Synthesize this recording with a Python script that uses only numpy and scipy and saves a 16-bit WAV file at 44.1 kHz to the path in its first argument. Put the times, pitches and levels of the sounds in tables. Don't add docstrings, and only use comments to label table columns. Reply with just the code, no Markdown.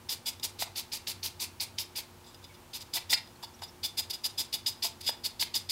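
import sys
import numpy as np
from scipy import signal
from scipy.fft import rfft, irfft
from scipy.io import wavfile
from scipy.ndimage import uniform_filter1d

SR = 44100
rng = np.random.default_rng(int(sys.argv[2]) if len(sys.argv) > 2 else 0)


def store_pcm(level_fs):
    pcm = np.round(np.clip(level_fs, -1, 1) * 32767).astype(np.int16)
    wavfile.write(sys.argv[1], SR, np.atleast_2d(pcm).T)


N = 251811
SLOT = np.arange(SR // 4) / SR


def from_db(db):
    return 10 ** (np.asarray(db) / 20)


def rms_one(x):
    return x / np.sqrt(np.mean(x ** 2) + 1e-20)


def add(track, s, sound):
    start = max(round(s * SR), 0)
    track[start:start + len(sound)] += sound[:len(track) - start]


def coloured(x, spectrum):
    hz, db = np.transpose(spectrum)
    f = np.maximum(np.arange(len(x) // 2 + 1) * SR / len(x), 1)
    low_cut = np.minimum(f / hz[0], 1) ** 2
    gain = from_db(np.interp(np.log(f), np.log(hz), db)) * low_cut
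    return rms_one(irfft(rfft(x) * gain, len(x)))


def varied(spectrum):
    return [(hz, db + rng.normal(0, .9)) for hz, db in spectrum]


def resonate(x, hz, width):
    r = np.exp(-np.pi * width / SR)
    zeros = np.array([1, 0, -1]) * (1 - r * r) / 2
    poles = [1, -2 * r * np.cos(2 * np.pi * hz / SR), r * r]
    return signal.lfilter(zeros, poles, x + 1e-18)


def narrow_noise(hz, width):
    once = resonate(rng.standard_normal(N + SR), hz, width)
    return rms_one(resonate(once, hz, width)[SR:])


def ring(force, modes, envelope):
    out = sum(from_db(db) * resonate(force * envelope, hz, width) for hz, width, db in modes)
    return rms_one(out) * np.sqrt(np.mean(envelope ** 2))


def slips(per_s, spread_db):
    count = len(SLOT)
    sizes = from_db(spread_db * np.minimum(rng.exponential(1, count), 4)) * rng.choice([-1, 1], count)
    return sizes * (rng.random(count) < per_s / SR)


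def blow(fade, rise):
    return np.minimum(SLOT / rise, 1) * np.exp(-(SLOT / fade) ** 2)


# (frequency [Hz], relative density [dB])
AIR_SPECTRUM = [(15, -26), (25, -10.5), (87, -3.5), (301, -8.5), (363, -10.5), (416, -12.5), (754, -12),
                (911, -8), (1020, -11.5), (1330, -14.5), (1940, -19), (2220, -18.5), (2760, -19),
                (14400, -27), (16000, -28.5)]
# (frequency [Hz], resonance width [Hz], level [dB])
RUMBLE_BANDS = [(90.5, 22.6, -60), (845, 79, -74)]
# (frequency [Hz], level of the steady tone [dB])
MOTOR_HUM = [(237.5, -69), (357.5, -66), (477, -75)]


def background(air_db=-55.5, waver=0.24):
    t = np.arange(N) / SR
    out = from_db(air_db) * coloured(rng.standard_normal(N), AIR_SPECTRUM)
    for hz, width, db in RUMBLE_BANDS:
        out += from_db(db) * narrow_noise(hz, width)
    for hz, db in MOTOR_HUM:
        tone = np.sqrt(2) * np.sin(2 * np.pi * hz * t)
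        out += from_db(db) * (tone + waver * narrow_noise(hz, width=25.0))
    return out


# (delay [s], level [dB])
EARLY_ECHOES = [(.0065, -39.5), (.013, -20), (.037, -28), (.046, -19)]
# (frequency [Hz], level [dB], time to fall by 60 dB [s])
ROOM_TAIL = [(300, -19, 0.63), (1020, -9, 0.26), (2470, -10.5, 0.24), (5000, -21, 0.33), (8400, -14, 0.18),
             (14900, -36.5, 0.12)]


def workshop(x, build_s=0.042):
    t = np.arange(SR * 3 // 5) / SR
    room_hz, room_db, room_t60 = np.transpose(ROOM_TAIL)
    edges = np.geomspace(150, 17000, 11)
    response = np.zeros(len(t))
    for low, high in zip(edges, edges[1:]):
        hz = np.sqrt(low * high)
        t60 = np.interp(hz, room_hz, room_t60)
        fade = from_db(-60 * t / t60) * np.minimum(t / build_s, 1)
        tail = rng.standard_normal(len(t)) * fade / np.sqrt(np.sum(fade ** 2))
        band = signal.butter(2, [low, high], "band", fs=SR, output="sos")
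        response += from_db(np.interp(hz, room_hz, room_db)) * signal.sosfilt(band, tail)
    soft_click = signal.lfilter(*signal.butter(1, 7000, fs=SR), SLOT == 0)
    for delay, db in EARLY_ECHOES:
        add(response, delay, from_db(db) * soft_click)
    return signal.fftconvolve(x, response)[:N]


# (time [s], length [s], start pitch [Hz], end pitch [Hz], peak level [dB])
SQUEAK_GLIDES = [(2.255, .055, 7650, 7400, -60), (2.49, 0.038, 2260, 2210, -57),
                 (3.357, 0.0094, 4230, 4450, -55), (3.536, .023, 5150, 5940, -52.5),
                 (3.678, .027, 5900, 4960, -51)]


def squeaks(waver=0.04):
    out = np.zeros(N)
    for s, length, start_hz, end_hz, db in SQUEAK_GLIDES:
        along = np.minimum(SLOT / length, 1)
        unsteady = rms_one(uniform_filter1d(rng.standard_normal(len(SLOT)), size=40))
        hz = (start_hz + (end_hz - start_hz) * along) * (1 + waver * unsteady)
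        tone = np.sin(2 * np.pi * np.cumsum(hz) / SR)
        add(out, s, from_db(db) * np.sin(np.pi * along) * tone)
    return out


# (frequency [Hz], width [Hz], relative level [dB])
CASE_MODES = [(697.5, 25, -4), (836, 24, -6.5), (902, 57, 2), (945, 36, -5.5), (1240, 44, -21)]


def hollow_case(force, envelope):
    return ring(force, CASE_MODES, envelope)


# (nominal frequency [Hz], width [Hz], relative level [dB])
BRASS_MODES = [(2620, 22, -48), (2944, 42, -11), (3510, 55, -1), (3746, 62, -5), (4450, 58, -9),
               (4938, 42, 10.5), (6830, 100, -12), (7620, 75, -9), (9040, 90, -13), (10740, 190, -15),
               (11670, 52, -13)]


def touched_brass(low_db, middle_db):
    hz, width, db = np.transpose(BRASS_MODES)
    favour = np.interp(np.arange(len(hz)), [3, 4, 5], [low_db, middle_db, 0])
    shift, gain = rng.standard_normal((2, len(hz)))
    return np.transpose([hz * (1 + .003 * shift), width, db + favour + gain])


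# (frequency [Hz], relative density [dB])
HISS_SPECTRUM = [(250, -7), (500, -9), (1000, -16.5), (1600, -10.5), (2400, -37), (5500, 0), (7800, -1),
                 (10000, -1), (12000, 1)]


def wire_hiss(force, top_hz=14300):
    lowpass = signal.butter(3, top_hz, fs=SR, output="sos")
    return signal.sosfilt(lowpass, coloured(force, varied(HISS_SPECTRUM)))


# (frequency [Hz], relative density [dB])
RASP_SPECTRUM = [(1200, -53), (1700, -12), (2300, -1), (2900, -1), (3700, 2.5), (4800, 7), (5600, 0),
                 (7000, -9.5), (12000, -31)]
# (time [s], fade time [s], level [dB])
STRAY_WIRES = [(0.397, 0.0029, -36.5), (2.243, .006, -51), (2.262, .061, -53.5), (2.344, 0.0064, -43.5),
               (2.427, .016, -54), (2.441, 0.011, -42), (2.539, .014, -50.5), (3.273, .0054, -48),
               (3.589, .007, -51)]


def flicks(ring_db=-5.5, rasp_db=-9.5, hiss_db=-16.0, low_db=12.0):
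    out = np.zeros(N)
    for s, fade, db in STRAY_WIRES:
        force, contact = slips(per_s=4200, spread_db=-1.0), blow(fade, rise=0.00092)
        scratch = from_db(rasp_db) * coloured(force, RASP_SPECTRUM) + from_db(hiss_db) * wire_hiss(force)
        brass = from_db(ring_db) * ring(force, touched_brass(low_db, middle_db=-5.0), contact)
        add(out, s, from_db(db) * (contact * scratch + brass))
    return out


def dispersed(x, lag_s):
    f = np.arange(len(x) // 2 + 1) * SR / len(x)
    phase = -4 * np.pi * lag_s * np.sqrt(1000 * f)
    return irfft(rfft(x) * np.exp(1j * phase), len(x))


# (frequency [Hz], relative density [dB])
THUD_SPECTRUM = [(260, -4.5), (450, -9), (680, 11.5), (1100, -3.5), (1900, 0), (3500, -34), (8000, -44)]
# (frequency [Hz], relative density [dB])
CLACK_SPECTRUM = [(900, -39), (1300, -23.5), (1700, -8.5), (2250, 3), (3100, -0.5), (4300, 5), (6000, -16),
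                  (10000, -30), (16000, -32)]
# (time [s], fade time [s], hollow case [dB], thud [dB], clack [dB])
HANDLE_KNOCKS = [ (0.621, .012, -44, -34, -35.5), (2.967, .02, -46, -43, -35),
                 (3.128, .014, -40, -33.5, -21.3), (3.430, .012, -42, -56, -62),
                 (3.620, .011, -40, -48, -58), (4.844, .014, -39.5, -66, -46),
                 (5.091, 0.004, -36, -27.5, -42), (5.423, 0.0074, -39.5, -38.5, -25)]
HARD_CLACK_DB, HARD_RING_DB, RING_PER_CLACK = -21.3, -17, 1.9


def knocks(low_db=-7.0, middle_db=15.0):
    out = np.zeros(N)
    for s, fade, case_db, thud_db, clack_db in HANDLE_KNOCKS:
        ring_db = HARD_RING_DB + RING_PER_CLACK * (clack_db - HARD_CLACK_DB)
        wood, metal = rng.choice([-1., 1.], (2, len(SLOT)))
        contact = blow(fade, rise=0.00078)
        thud = from_db(thud_db) * blow(fade * 0.48, rise=0.0015) * coloured(wood, THUD_SPECTRUM)
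        clack = from_db(clack_db) * contact * coloured(wood, CLACK_SPECTRUM)
        case = from_db(case_db) * hollow_case(metal, contact)
        brass_drive = blow(fade * 0.96, rise=0.0069)
        brass = from_db(ring_db) * ring(metal, touched_brass(low_db, middle_db), brass_drive)
        add(out, s, dispersed(thud + clack, lag_s=0.001022) + case + brass)
    return out


TWANG_HZ, TWANG_WIDTH_HZ, TWANG_SCATTER = 4600, 450, .06


def twang(level_db, fade_s=.028):
    hz = TWANG_HZ * (1 + TWANG_SCATTER * rng.standard_normal())
    buzz = slips(per_s=2500, spread_db=2.0)
    return from_db(level_db) * ring(buzz, [(hz, TWANG_WIDTH_HZ, 0)], blow(fade_s, rise=.003))


def tufts(depth_db):
    moments = np.arange(0, SLOT[-1], .003)
    return from_db(depth_db * np.interp(SLOT, moments, rng.standard_normal(len(moments))))


GRAZE_S = .015


def pressure(length, crest, edge_db, attack, release):
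    t = SLOT - GRAZE_S
    bend = np.interp(t / length, [0, np.clip(crest, .05, .95), 1], [-1, 0, 1])
    landing = (1 + np.tanh(t / attack - 1 / 2)) / 2
    sliding_off = np.exp(-np.maximum(t - length, 0) / release)
    return from_db(edge_db * bend ** 2) * landing * sliding_off


# (time [s], brass ring [dB], middle mode [dB])
CONTACT_SPOTS = [(0.1, -6.5, -14), (0.3, -2, -13), (0.8, -23, -4), (1.35, -21, 3), (1.65, -11, 0),
                 (2.7, -10, -5), (3.0, -5, 5), (3.6, 2.5, 9), (3.85, -2, 10), (4.2, 0.5, 6), (4.85, -3, 12),
                 (5.01, -12, 4), (5.06, 5, 9), (5.25, -1, 16), (5.7, -1, 13)]


def contact_at(s):
    times, ring_db, middle_db = np.transpose(CONTACT_SPOTS)
    return np.interp(s, times, ring_db), np.interp(s, times, middle_db)


# (time [s], length [s], force against an ordinary stroke [dB], first catch [dB])
BRUSH_STROKES = [ (0.091, 0.056, 0.5, 14.5), (0.258, 0.046, -.3, 9), (0.429, 0.037, 1.5, 9),
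                 (0.589, .052, .5, 5), (0.757, 0.056, -2, 12), (0.92, 0.055, -2, 17),
                 (1.071, 0.053, -1.3, 17), (1.23, 0.053, -.3, 14), (1.398, 0.059, -.8, 13),
                 (1.602, .044, 0, 18), (1.784, .048, -2, 21), (1.956, 0.052, -2, 13),
                 (2.734, 0.049, -7.5, 13.5), (2.799, 0.034, -15, 0), (2.935, 0.049, 3, 11),
                 (3.096, .052, 4, 8), (3.425, 0.029, -18, 4), (3.619, 0.039, -23, 13),
                 (3.833, 0.043, -1.3, 14), (3.972, .038, 2, 5.5), (4.099, 0.018, -2.5, 5),
                 (4.128, .032, -9.5, 6), (4.238, .037, 0, 4), (4.377, .047, 1, 5), (4.527, .038, -.3, 10),
                 (4.663, .041, 2, 18), (4.825, 0.056, 1.7, 16), (5.005, 0.015, -10.5, -1),
                 (5.022, 0.059, -17, 0), (5.062, .045, -1.5, 4), (5.239, .039, -.7, 10),
                 (5.397, 0.046, 2, 14), (5.542, .044, 1.2, 14), (5.693, 0.042, .3, 14)]
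HISS_DB, RASP_DB, RING_DB = -33, -38.3, -31
RASP_FOLLOWS, RING_FOLLOWS = 0.67, 0.56
RASP_YIELDS = .09
CREST_SHARE, CREST_PER_DB = .76, .022
LOW_MODES_DB = 3.5
TWANG_DB, TWANG_PER_CATCH = -48.5, .5


def brushing(catch_s=0.005, case_db=-19.5, ring_share=0.74):
    out = np.zeros(N)
    for s, length, force_db, catch_db in BRUSH_STROKES:
        spot_db, middle_db = contact_at(s)
        hiss_db = HISS_DB + force_db
        rasp_db = RASP_DB + RASP_FOLLOWS * force_db - RASP_YIELDS * spot_db
        ring_db = RING_DB + RING_FOLLOWS * force_db + spot_db
        crest = CREST_SHARE - CREST_PER_DB * catch_db
        clumps = tufts(depth_db=1.2)
        catch = from_db(catch_db * np.exp(-((SLOT - GRAZE_S) / catch_s) ** 4))
        slide = clumps * pressure(length, crest, edge_db=-11.0, attack=0.0032, release=0.0085)
        grip = clumps * catch * pressure(length, crest, edge_db=-8.0, attack=.0045, release=.008)
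        drive = clumps * catch * pressure(length * ring_share, crest, edge_db=-7.0, attack=.004, release=.004)
        fine, coarse = slips(per_s=14000, spread_db=2.0), slips(per_s=4000, spread_db=1.5)
        hiss = from_db(hiss_db) * slide * wire_hiss(fine)
        rasp = from_db(rasp_db) * grip * coloured(coarse, varied(RASP_SPECTRUM))
        brass = from_db(ring_db) * ring(coarse, touched_brass(LOW_MODES_DB, middle_db), drive)
        case = from_db(hiss_db + case_db) * hollow_case(coarse, slide)
        add(out, s - GRAZE_S, hiss + rasp + brass + case)
        add(out, s, twang(TWANG_DB + force_db + TWANG_PER_CATCH * catch_db))
    return out


def scene():
    work = brushing() + knocks() + flicks() + squeaks()
    return np.tile(work + workshop(work) + background(), (2, 1))


def record(dry, cutoff_hz=15750):
    lowpass = signal.ellip(12, .1, 80, cutoff_hz, fs=SR, output="sos")
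    return signal.sosfilt(lowpass, dry)


dry = scene()
out = record(dry)
store_pcm(out)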